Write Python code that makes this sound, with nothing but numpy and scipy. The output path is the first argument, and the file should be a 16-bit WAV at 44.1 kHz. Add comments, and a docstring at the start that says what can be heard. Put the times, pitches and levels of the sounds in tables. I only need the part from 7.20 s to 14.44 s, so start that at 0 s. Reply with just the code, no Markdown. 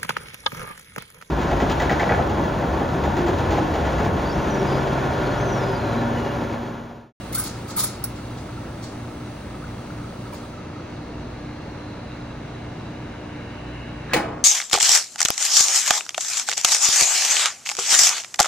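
"""In a small, hard-walled cafe a steam wand heats milk in a steel pitcher, over the hum of the machines.
The tip first slurps air at the surface (shaped noise bursts), then sinks; the milk rolls with a dull rush
of collapsing bubbles (random impulses through resonances) and a narrow band that slides down in pitch.
When the valve shuts, the last steam collapses in one loud knock that rings pitcher and counter (decaying
sines and noise). The hum is a set of wavering tones over filtered noise. All levels are relative."""
import sys
import numpy as np
from scipy import signal
from scipy.fft import rfft, irfft
from scipy.io import wavfile

SR = 44100
rng = np.random.default_rng(int(sys.argv[2]) if len(sys.argv) > 2 else 0)


def waveform_to_disk(signal):
    """Save audio, clipped to [-1, 1], as 16-bit WAV at the path in sys.argv[1]."""
    frames = np.transpose(np.atleast_2d(signal))
    scaled = np.clip(frames, -1, 1) * 32767
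    samples = np.round(scaled).astype(np.int16)
    wavfile.write(sys.argv[1], SR, samples)


N = 319284
T = np.arange(N) / SR  # time in s

# Pitcher and milk resonances: f/Hz, width/Hz, collapse rate/(1/s), cold level/dB, hot level/dB
PITCHER_MODES = [(1324, 140, 350, -10, -15.5), (1600, 320, 2000, -15, -2.5), (2160, 290, 3000, -12.5, -5),
                 (2735, 230, 3000, -16.5, -9), (3360, 180, 3000, -19, -21), (3900, 310, 4000, -16, -12),
                 (4470, 340, 4000, -16.5, -22), (5020, 250, 3400, -27, -29), (6080, 890, 3200, -18, -26.5)]
# Rush of the whirling milk: f/Hz, level/dB per Hz
MILK_SPECTRUM = [(100, -15), (300, 1.5), (700, 1), (1050, -0.5), (1800, -6.5), (2600, -13), (3400, -18),
                 (4600, -21.5), (6500, -32), (8500, -37), (10200, -23.5), (12000, -57), (16000, -32)]
# Falling pitch of the growing steam bubbles: t/s, f/Hz, level/dB against the whirl
SINGING_TRACK = [(3.3, 4800, -32), (3.95, 4300, -22), (4.4, 4200, -19), (4.72, 4100, -15), (5.1, 3950, -24),
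                 (5.4, 2946, -21), (6.0, 2830, -17), (6.55, 2787, -9.5), (6.9, 2750, -15)]
# Fizz of air at the tip: f/Hz, level/dB per Hz
FIZZ_SPECTRUM = [(1000, -9), (3000, 1.5), (4500, -2), (7000, -8), (9000, -1), (10500, 0), (12500, -9),
                 (15500, 1.5)]
# Slurps as the tip breaks the surface: t/s, length/s, fine spray level/dB, coarse spit level/dB
SLURPS = [(0.122, 0.014, -35, -40.5), (0.144, 0.015, -21, -37), (0.176, 0.03, -22, -43),
          (0.233, 0.012, -33, -40.5), (0.252, 0.028, -38.5, -44.5), (0.471, 0.041, -45, -41),
          (0.56, 0.047, -19.5, -27), (0.623, 0.024, -20, -45), (0.946, 0.022, -59, -49),
          (1.168, 0.022, -63, -50), (1.609, 0.04, -56, -43.5), (3.12, 0.033, -47, -47.5)]
# Fine spray, coarse spit and hollow gulp of a slurp: f/Hz, level/dB per Hz
SPRAY_SPECTRUM = [(2000, -21), (4000, -27), (6000, -11.5), (7500, -10.5), (9500, -2), (10200, 7.5),
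                  (11100, 11.5), (11800, -11), (13000, 3.5), (15500, 2)]
SPIT_SPECTRUM = [(1000, -30), (2200, -5), (2700, -11.5), (3400, 0), (4700, 3.5), (6300, -1.5), (8000, -2.5),
                 (11000, -22), (16000, -28)]
GULP_SPECTRUM = [(400, -28), (850, 1), (1200, 4.5), (1500, 3), (1800, -14), (2200, -3), (3000, -33),
                 (8000, -46)]
# Largest single bubbles: t/s, f/Hz, level/dB, decay/s
BIG_BUBBLES = [(0.138, 2130, -31, 0.005), (0.1516, 1330, -25.5, 0.006), (0.174, 1500, -24, 0.005),
               (0.195, 1244, -28.5, 0.007), (0.458, 1270, -31, 0.0046), (0.4963, 1300, -26.5, 0.005),
               (0.5561, 1310, -29, 0.005), (0.576, 1225, -25, 0.0076), (0.577, 930, -25, 0.005),
               (0.594, 1080, -29, 0.006), (0.630, 1230, -25.5, 0.0051), (1.375, 1330, -29.5, 0.006),
               (1.8462, 1390, -33, 0.005), (2.345, 1280, -30.5, 0.0075), (2.423, 1240, -33, 0.006),
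               (2.8434, 1255, -31.5, 0.0068), (3.054, 1280, -30, 0.005), (3.1275, 960, -24, 0.0031),
               (3.1275, 2280, -37, 0.004), (3.232, 1250, -30, 0.006), (3.56, 1275, -32, 0.008),
               (6.995, 822, -22, 0.011), (7.037, 648, -23.5, 0.02), (7.083, 420, -28, 0.014)]
# Films of milk bursting at the tip: t/s, level/dB, decay/s
FILM_BURSTS = [(0.1462, -22, 0.0058), (0.1961, -22, 0.006), (0.2375, -21.5, 0.0045), (0.599, -20, 0.005),
               (0.8392, -11, 0.0042), (1.634, -44, 0.0052), (3.1467, -42, 0.0065)]
# Dry snap of a film: f/Hz, level/dB per Hz
SNAP_SPECTRUM = [(1500, -26), (3000, -25), (3900, -5), (5500, -2.5), (7000, -10), (8800, -5), (10300, 10),
                 (12500, 8.5), (15500, 5.5)]
# Steam pockets collapsing as the valve shuts: t/s, level/dB, decay/s
KNOCKS = [(6.9341, -8.5, 0.0035), (6.9401, -17.5, 0.013), (6.963, -26, 0.022)]
# Crack of a collapsing pocket: f/Hz, level/dB per Hz
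KNOCK_SPECTRUM = [(60, -22), (170, 0.5), (500, -6), (1000, -5), (1400, -4), (1850, -2.5), (2300, 1.5),
                  (3100, -10), (4300, -8.5), (6200, -14), (8000, -18), (10300, -14.5), (12000, -35),
                  (15500, -10)]
# Modes of wand, pitcher and counter struck by the knock: f/Hz, level/dB, t60/s, delay/s
STRUCK_MODES = [(170, -16, 0.13, 0.027), (211.8, -19, 0.15, 0.021), (309, -18, 0.2, 0.025),
                (522, -11, 0.12, 0.005), (700, -23, 0.12, 0.03), (842, -21.5, 0.17, 0.0275),
                (1345, -33, 0.23, 0.004), (1510, -30, 0.3, 0.033), (1630, -34, 0.2, 0.021),
                (1850, -23, 0.11, 0.0035), (1981, -20.5, 0.11, 0.004), (2288, -27, 0.11, 0.0019),
                (2580, -21, 0.035, 0.0005)]
# Pitcher rattling against the wand: f/Hz, level/dB per Hz
RATTLE_SPECTRUM = [(200, -9), (410, -2), (920, -7), (1150, -13), (1350, 0), (1620, -5.5), (1870, -4),
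                   (2300, -10), (2900, -19), (8000, -35)]
# Milk slopping back against the pitcher: t/s, level/dB, decay/s
SLOPS = [(6.945, -21, 0.0076), (6.959, -19, 0.01), (7.001, -26, 0.01), (7.042, -29, 0.014),
         (7.085, -30, 0.024)]
# Noise of a slop: f/Hz, level/dB per Hz
SLOP_SPECTRUM = [(80, -17), (170, -7), (330, 9), (480, 1), (800, -0.5), (1200, -30), (3000, -44)]
# Mains hum and motor lines: f/Hz, level/dB
HUM_LINES = [(93.5, -51), (148.5, -49), (179.3, -53.5), (239.5, -46.5), (270, -65), (296.3, -53),
             (299, -45), (320, -58.5), (359, -55.5), (480, -61), (599.4, -56.5)]
# Further lines of the motor that drops out: f/Hz, level/dB
MOTOR_LINES = [(202.8, -47.5), (349.9, -55)]
# Swell of the lowest drone: t/s, level/dB
DRONE_SWELL = [(0, -46), (0.25, -44), (0.52, -62), (0.85, -40), (1.5, -50), (1.9, -52), (2.45, -42),
               (3.25, -49), (3.55, -60), (3.9, -41), (4.25, -43), (4.5, -49), (5.2, -46), (6.0, -52),
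               (6.6, -40), (7.2, -52)]
# Ventilation rumble: f/Hz, level/dB per Hz
VENTILATION_SPECTRUM = [(20, -12), (30, -6.5), (41, -10), (70, 0), (92, 1), (190, -0.5), (320, -4),
                        (430, -9), (700, -11.5), (1200, -18.5), (3000, -35.5), (6000, -37.5), (11000, -54),
                        (16000, -45)]
# Decay times of the cafe: f/Hz, t60/s
WALL_DECAY = [(150, 1), (700, 0.23), (1500, 0.48), (3000, 0.36), (8000, 0.28), (15000, 0.12)]
# Difference between the two microphone ports: f/Hz, level/dB
PORT_DIFFERENCE = [(60, -28.5), (130, -32), (220, -23.5), (330, -17), (500, -6.5), (720, -3), (1300, -7.5),
                   (1900, -17), (2600, -3), (4400, -3), (6500, 0.5), (9000, -1), (10400, -8.5),
                   (12000, -52), (16000, -5)]

# The tip is sunk into the milk; later the valve shuts
SINK_S, SINK_TAKES_S, SHUT_S = 3.28, 0.14, 6.95
# The whirl is louder at first and settles to an even roll
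ROLL_DB, ROLL_EXTRA_DB, SETTLE_S = -43, 3.5, 0.82
# Warmth of the milk (share 0-1): at first, extra step on sinking, then an even rise
COLD_HEAT, SINK_HEAT, HEAT_PER_S = 0.16, 0.1, 0.18
SING_WIDTH_HZ = 480  # rate of the random modulation that broadens the band
# Fizz: level at the surface, extra at first, drop on sinking, fading as the foam thickens
FIZZ_DB, FIZZ_EXTRA_DB, FIZZ_SINK_DB, FOAM_DB_PER_S = -53.5, 7.5, -12.5, -3
# Shares of a slurp in which the gap opens and the spit builds up; time constant of the gap snapping shut
OPEN_SHARE, SPIT_SHARE, CLOSE_S = 0.21, 0.9, 0.0028
# Thrown droplets spatter on after the gap shuts
SPATTER_DB, SPATTER_S = -7.5, 0.054
# Gulp: level under a spray of 0 dB, dB per dB of spray, time for the hollow to form
GULP_DB, GULP_SLOPE, HOLLOW_S = -24, 0.84, 0.011
# Bubbles of much the same size gurgle in the cold milk until just after sinking; spread is a share of f
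GURGLE_PER_S, GURGLE_END_S, GURGLE_HZ, GURGLE_SPREAD = 28, 3.65, 1292, 0.055
GURGLE_DB, GURGLE_SCATTER_DB, GURGLE_DECAY_S = -38.5, 4.5, 0.0049
SNAP_WET_DB = -10
# The jet squeals just before the knock
SQUEAL_HZ, SQUEAL_DB, SQUEAL_RISE_S = 1650, -22, 0.008
RATTLE_DB, RATTLE_DECAY_S = -20.5, 0.041
# Mains hum and the motor tone that beats against it
MAINS_HZ, MAINS_DB, THROB_DB, BEAT_HZ, BEAT_PEAK_S = 119.7, -43, -42, 4.2, 1.13
MOTOR_ENDS_S, MOTOR_FADE_S, MOTOR_DROP_DB = 3.12, 0.19, -32
DRONE_HZ = 57.3
TOP_HZ = 15800


def rolling_milk():
    """Cavitation: collapsing steam bubbles excite a broad rush and modes whose balance shifts with heat."""
    heating_s = np.maximum(T - SINK_S, 0)
    heat = COLD_HEAT + SINK_HEAT * ramp(SINK_S, SINK_TAKES_S) + HEAT_PER_S * heating_s
    rush = unit(colour(bubbles(rate=6000, scatter_db=1.5), MILK_SPECTRUM))
    ring = 0
    for hz, width, rate, cold_db, hot_db in PITCHER_MODES:
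        # two wider resonances in series have about the listed width
        once = resonate(bubbles(rate, scatter_db=0.3), hz, 1.54 * width)
        mode = unit(resonate(once, hz, 1.44 * width))
        ring = ring + mode * undb(cold_db + (hot_db - cold_db) * heat + 1.2 * walk(14))
    steam = np.exp(-np.maximum(T - SHUT_S, 0) / 0.055)
    roll_db = ROLL_DB + ROLL_EXTRA_DB * np.exp(-T / SETTLE_S) + 0.22 * walk(23)
    return (undb(-2.0) * rush + undb(-3.5) * ring + singing()) * undb(roll_db) * steam


def singing():
    """Bubble resonance: a swarm of equal bubbles rings in one narrow band, sliding down as they grow."""
    times, pitch, level = np.transpose(SINGING_TRACK)
    phase = 2 * np.pi * np.cumsum(np.interp(T, times, pitch)) / SR
    swarm = unit(walk(SING_WIDTH_HZ) * np.sin(phase) + walk(SING_WIDTH_HZ) * np.cos(phase))
    level_db = np.interp(T, times, level) + 1.4 * walk(11)
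    return swarm * undb(level_db) * ramp(SINK_S, SINK_TAKES_S)


def fizz():
    """Superposition: dense small air-bubble impulses make an even hiss, far weaker once the tip is sunk."""
    surface_db = FIZZ_DB + FIZZ_EXTRA_DB * np.exp(-T / SETTLE_S)
    sunk_db = FIZZ_SINK_DB * ramp(SINK_S, SINK_TAKES_S) + FOAM_DB_PER_S * np.maximum(T - SINK_S, 0)
    hiss = unit(colour(bubbles(rate=8800, scatter_db=-2.5), FIZZ_SPECTRUM))
    return hiss * undb(surface_db + sunk_db + 0.4 * walk(14))


def slurps():
    """Gated turbulence: air tears the surface into spray and spit, and an open gap gulps as a hollow."""
    spraying = spitting = gulping = 0
    for start, length, spray_db, spit_db in SLURPS:
        opening = ramp(start, OPEN_SHARE * length)
        closed_for = np.maximum(T - start - length, 0)
        gap = opening * np.exp(-closed_for / CLOSE_S)
        spatter = undb(SPATTER_DB) * opening * np.exp(-closed_for / SPATTER_S)
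        spit_shape = np.maximum(gap, spatter) * ramp(start, SPIT_SHARE * length)
        spraying = spraying + undb(spray_db) * gap
        spitting = spitting + undb(spit_db) * spit_shape
        gulping = gulping + undb(GULP_DB + GULP_SLOPE * spray_db) * gap * ramp(start, HOLLOW_S)
    spray = unit(colour(bubbles(rate=9000, scatter_db=2.5), SPRAY_SPECTRUM))
    spit = unit(colour(bubbles(rate=6000, scatter_db=2), SPIT_SPECTRUM))
    gulp = unit(colour(bubbles(rate=1400, scatter_db=2.5), GULP_SPECTRUM))
    sputter_db = 2.3 * walk(160)
    return (spraying * spray + spitting * spit + gulping * gulp) * undb(sputter_db)


def blips():
    """Free oscillation: a few big bubbles ring singly, and an uneven stream gurgles in the cold milk."""
    out = sum(blip(*row) for row in BIG_BUBBLES)
    for k, (late, size, strength) in enumerate(rng.standard_normal(size=(200, 3))):
        start = (k + 0.5 + 0.7 * late) / GURGLE_PER_S
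        if start < GURGLE_END_S:
            hz = GURGLE_HZ * (1 + GURGLE_SPREAD * size)
            db = GURGLE_DB + GURGLE_SCATTER_DB * strength
            out = out + blip(start, hz, db, GURGLE_DECAY_S)
    return out


def blip(start, hz, db, decay):
    """Damped oscillation: a bubble rings briefly, its pitch creeping up as it nears the surface."""
    age = T[:SR // 5]
    envelope = (1 - np.exp(-age / 0.0014)) * np.exp(-age / decay)
    ring = envelope * np.sin(2 * np.pi * hz * age * (1 + 0.0044 * age / decay))
    return np.pad(undb(db) * ring, (max(int(start * SR), 0), N))[:N]


def snaps():
    """Impulsive release: a bursting film of milk gives a noise crack that dies in a few milliseconds."""
    envelope = sum(undb(db) * fade(s, decay, rise=0.00068) for s, db, decay in FILM_BURSTS)
    return unit(colour(rng.standard_normal(N), SNAP_SPECTRUM)) * envelope


def last_collapse():
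    """Impact excitation: groan and squeal swell up to a slam that sets metal ringing and milk sloshing."""
    start = KNOCKS[0][0]

    def swell(rise):
        """Exponential growth, cut off at the slam."""
        return np.exp(np.minimum(T - start, 0) / rise) * (T < start)

    breath = resonate(resonate(rng.standard_normal(N), 1450, 1060), 1440, 900)
    groan = undb(-31.5) * swell(0.03) * unit(breath)
    squeal = undb(SQUEAL_DB) * swell(SQUEAL_RISE_S) * np.sin(2 * np.pi * SQUEAL_HZ * T)

    crack_shape = sum(undb(db) * fade(s, decay, rise=0.00014) for s, db, decay in KNOCKS)
    crack = unit(colour(rng.standard_normal(N), KNOCK_SPECTRUM)) * crack_shape
    ring = 0
    for hz, db, t60, delay in STRUCK_MODES:
        envelope = fade(start + delay, t60 / np.log(1000), rise=2 / hz)
        # the swaying milk shakes the pitch of every mode
        phase = 2 * np.pi * (hz * T + rng.random()) + 1.0 * walk(90)
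        ring = ring + undb(db) * envelope * np.sin(phase)

    wash = unit(resonate(colour(bubbles(rate=2500, scatter_db=-1.5), MILK_SPECTRUM), 650, 1600))
    slosh = undb(-29.5) * fade(start + 0.015, 0.22, rise=0.0055) * wash
    slop_shape = sum(undb(db) * fade(s, decay, rise=0.0017) for s, db, decay in SLOPS)
    slops = unit(colour(rng.standard_normal(N), SLOP_SPECTRUM)) * slop_shape
    clatter = unit(colour(bubbles(rate=2500, scatter_db=0.0), RATTLE_SPECTRUM))
    rattle = undb(RATTLE_DB) * fade(start, RATTLE_DECAY_S, rise=0.0026) * clatter
    return groan + squeal + crack + ring + rattle + slosh + slops


def machines():
    """Tonal and broadband noise: pump and fridge hum over ventilation; one motor drops out partway."""
    running_db = MOTOR_DROP_DB * ramp(MOTOR_ENDS_S, MOTOR_FADE_S)
    lines = hum(HUM_LINES) + undb(running_db) * hum(MOTOR_LINES)
    drone_phase = 2 * np.pi * (DRONE_HZ * T + rng.random()) + 0.4 * walk(2.7)
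    drone = undb(np.interp(T, *np.transpose(DRONE_SWELL))) * np.sin(drone_phase)
    # the motor lags the mains
    throb = beating(MAINS_HZ, MAINS_DB, THROB_DB + running_db, -BEAT_HZ, BEAT_PEAK_S)
    air = unit(colour(rng.standard_normal(N), VENTILATION_SPECTRUM)) * undb(-37.0 + 0.5 * walk(4.99))
    return np.sqrt(2) * (lines + drone + throb) + air  # a sine of rms 1 has a peak of sqrt(2)


def hum(lines):
    """Line spectrum: steady tones that waver a little in level and pitch."""
    out = 0
    for hz, db in lines:
        level = undb(db + 1.33 * walk(4.5))
        out = out + level * np.sin(2 * np.pi * (hz * T + rng.random()) + 0.32 * walk(3.7))
    return out


def beating(hz, db, other_db, beat_hz, peak_s):
    """Interference: two tones beat_hz apart swell together at peak_s and once every beat."""
    phase = 2 * np.pi * (hz * T + rng.random())
    other_phase = phase + 2 * np.pi * beat_hz * (T - peak_s)
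    return undb(db) * np.sin(phase) + undb(other_db) * np.sin(other_phase)


def room(x, wet_db):
    """Reverberation: absorption by the walls gives each frequency band its own exponential decay."""
    age = T[:SR]
    noise, tail = rfft(rng.standard_normal(SR)), 0
    centres = np.geomspace(80, 16000, 12)
    for hz, weights in zip(centres, np.eye(len(centres))):
        band = irfft(noise * np.interp(bins(age), centres, weights), SR)
        decay = np.exp(-np.log(1000) * age / at_hz(WALL_DECAY, hz)) * (1 - np.exp(-age / 0.0011))
        tail = tail + band * decay / np.linalg.norm(decay)
    return x + undb(wet_db) * signal.fftconvolve(x, tail)[:N]


def scatter(x, decay):
    """Diffusion: steel and counter return a dense cloud of early reflections."""
    age = T[:SR // 4]
    cloud = rng.standard_normal(len(age)) * np.exp(-age / decay) * (age > 0.001)
    return signal.fftconvolve(x, cloud / np.linalg.norm(cloud))[:N]


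def ports(direct, diffuse, lag_ms):
    """Path difference: the left of two close ports hears first; diffuse sound sets them apart."""
    side = colour(diffuse, PORT_DIFFERENCE)
    lead = np.exp(1j * np.pi * bins(direct) * lag_ms / 1000)  # half the lag on each side
    left = irfft(rfft(direct + side) * lead, N)
    right = irfft(rfft(direct - side) / lead, N)
    return np.array([left, right])


def bubbles(rate, scatter_db):
    """Shot noise: random impulses, about rate per second, of scattered size, scaled to an rms of one."""
    sizes = undb(scatter_db * np.minimum(rng.exponential(size=N), 5))
    return unit((rng.random(N) < rate / SR) * sizes * rng.standard_normal(N))


def resonate(x, hz, width):
    """Resonance: one peak of the given width, gain 1 at its centre."""
    return signal.lfilter(*signal.iirpeak(hz, hz / width, fs=SR), x)


def colour(x, spectrum):
    """Linear filtering: weight the spectrum of x by (f/Hz, level/dB) rows."""
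    return irfft(rfft(x) * undb(at_hz(spectrum, bins(x))), len(x))


def at_hz(rows, hz):
    """Logarithmic pitch scale: read (f/Hz, value) rows on a log-frequency axis."""
    points, values = np.transpose(rows)
    return np.interp(np.log(hz + 1), np.log(points), values)


def bins(x):
    """Fourier analysis: the frequency in Hz of each spectral bin of x."""
    return np.fft.rfftfreq(len(x), 1 / SR)


def fade(start, decay, rise):
    """Damping: an envelope that rises at start and dies away exponentially."""
    age = np.maximum(T - start, 0)
    return (1 - np.exp(-age / rise)) * np.exp(-age / decay)


def ramp(start, length):
    """Linear transition: go evenly from 0 to 1, beginning at start."""
    return np.clip((T - start) / length, 0, 1)


def walk(rate):
    """Random modulation: straight lines join rate normal random values per second."""
    knots = rng.standard_normal(4096)
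    return np.interp(T * rate, np.arange(len(knots)), knots)


def undb(db):
    """Level scale: decibels to amplitude gain."""
    return 10 ** (np.asarray(db) / 20)


def unit(x):
    """Effective value: scale to an rms of one."""
    return x / np.sqrt(np.mean(x ** 2))


def steady():
    """Superposition: rolling milk and fizz reverberate in the room, and the machines are added."""
    return undb(-1) * room(rolling_milk() + fizz(), wet_db=-5.5) + machines()


def scene():
    """Superposition: the steady rush, then slurps, snaps, bubbles and knock with their reflections."""
    rush = ports(steady(), steady(), lag_ms=0.0403)  # its diffuse part is unrelated to the direct one
    sputter = room(slurps() + blips(), wet_db=-4.5) + room(snaps(), wet_db=SNAP_WET_DB)
    sputter = ports(sputter, scatter(sputter, decay=0.011), lag_ms=0.043)
    knock = room(last_collapse(), wet_db=-8.5)
    knock = ports(knock, scatter(knock, decay=0.0074), lag_ms=0.039)
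    pan_db = 0.5  # the knock is a little louder on the left
    return rush + sputter + knock * undb([[pan_db / 2], [-pan_db / 2]])


def record(dry):
    """Saturation and band limiting: round the loudest peaks, then cut the top of the spectrum."""
    rounded = np.tanh(1.22 * dry) / 1.18
    low_pass = signal.ellip(10, 0.2, 80, TOP_HZ, fs=SR, output="sos")
    return signal.sosfilt(low_pass, rounded)


dry = scene()
out = record(dry)
waveform_to_disk(out)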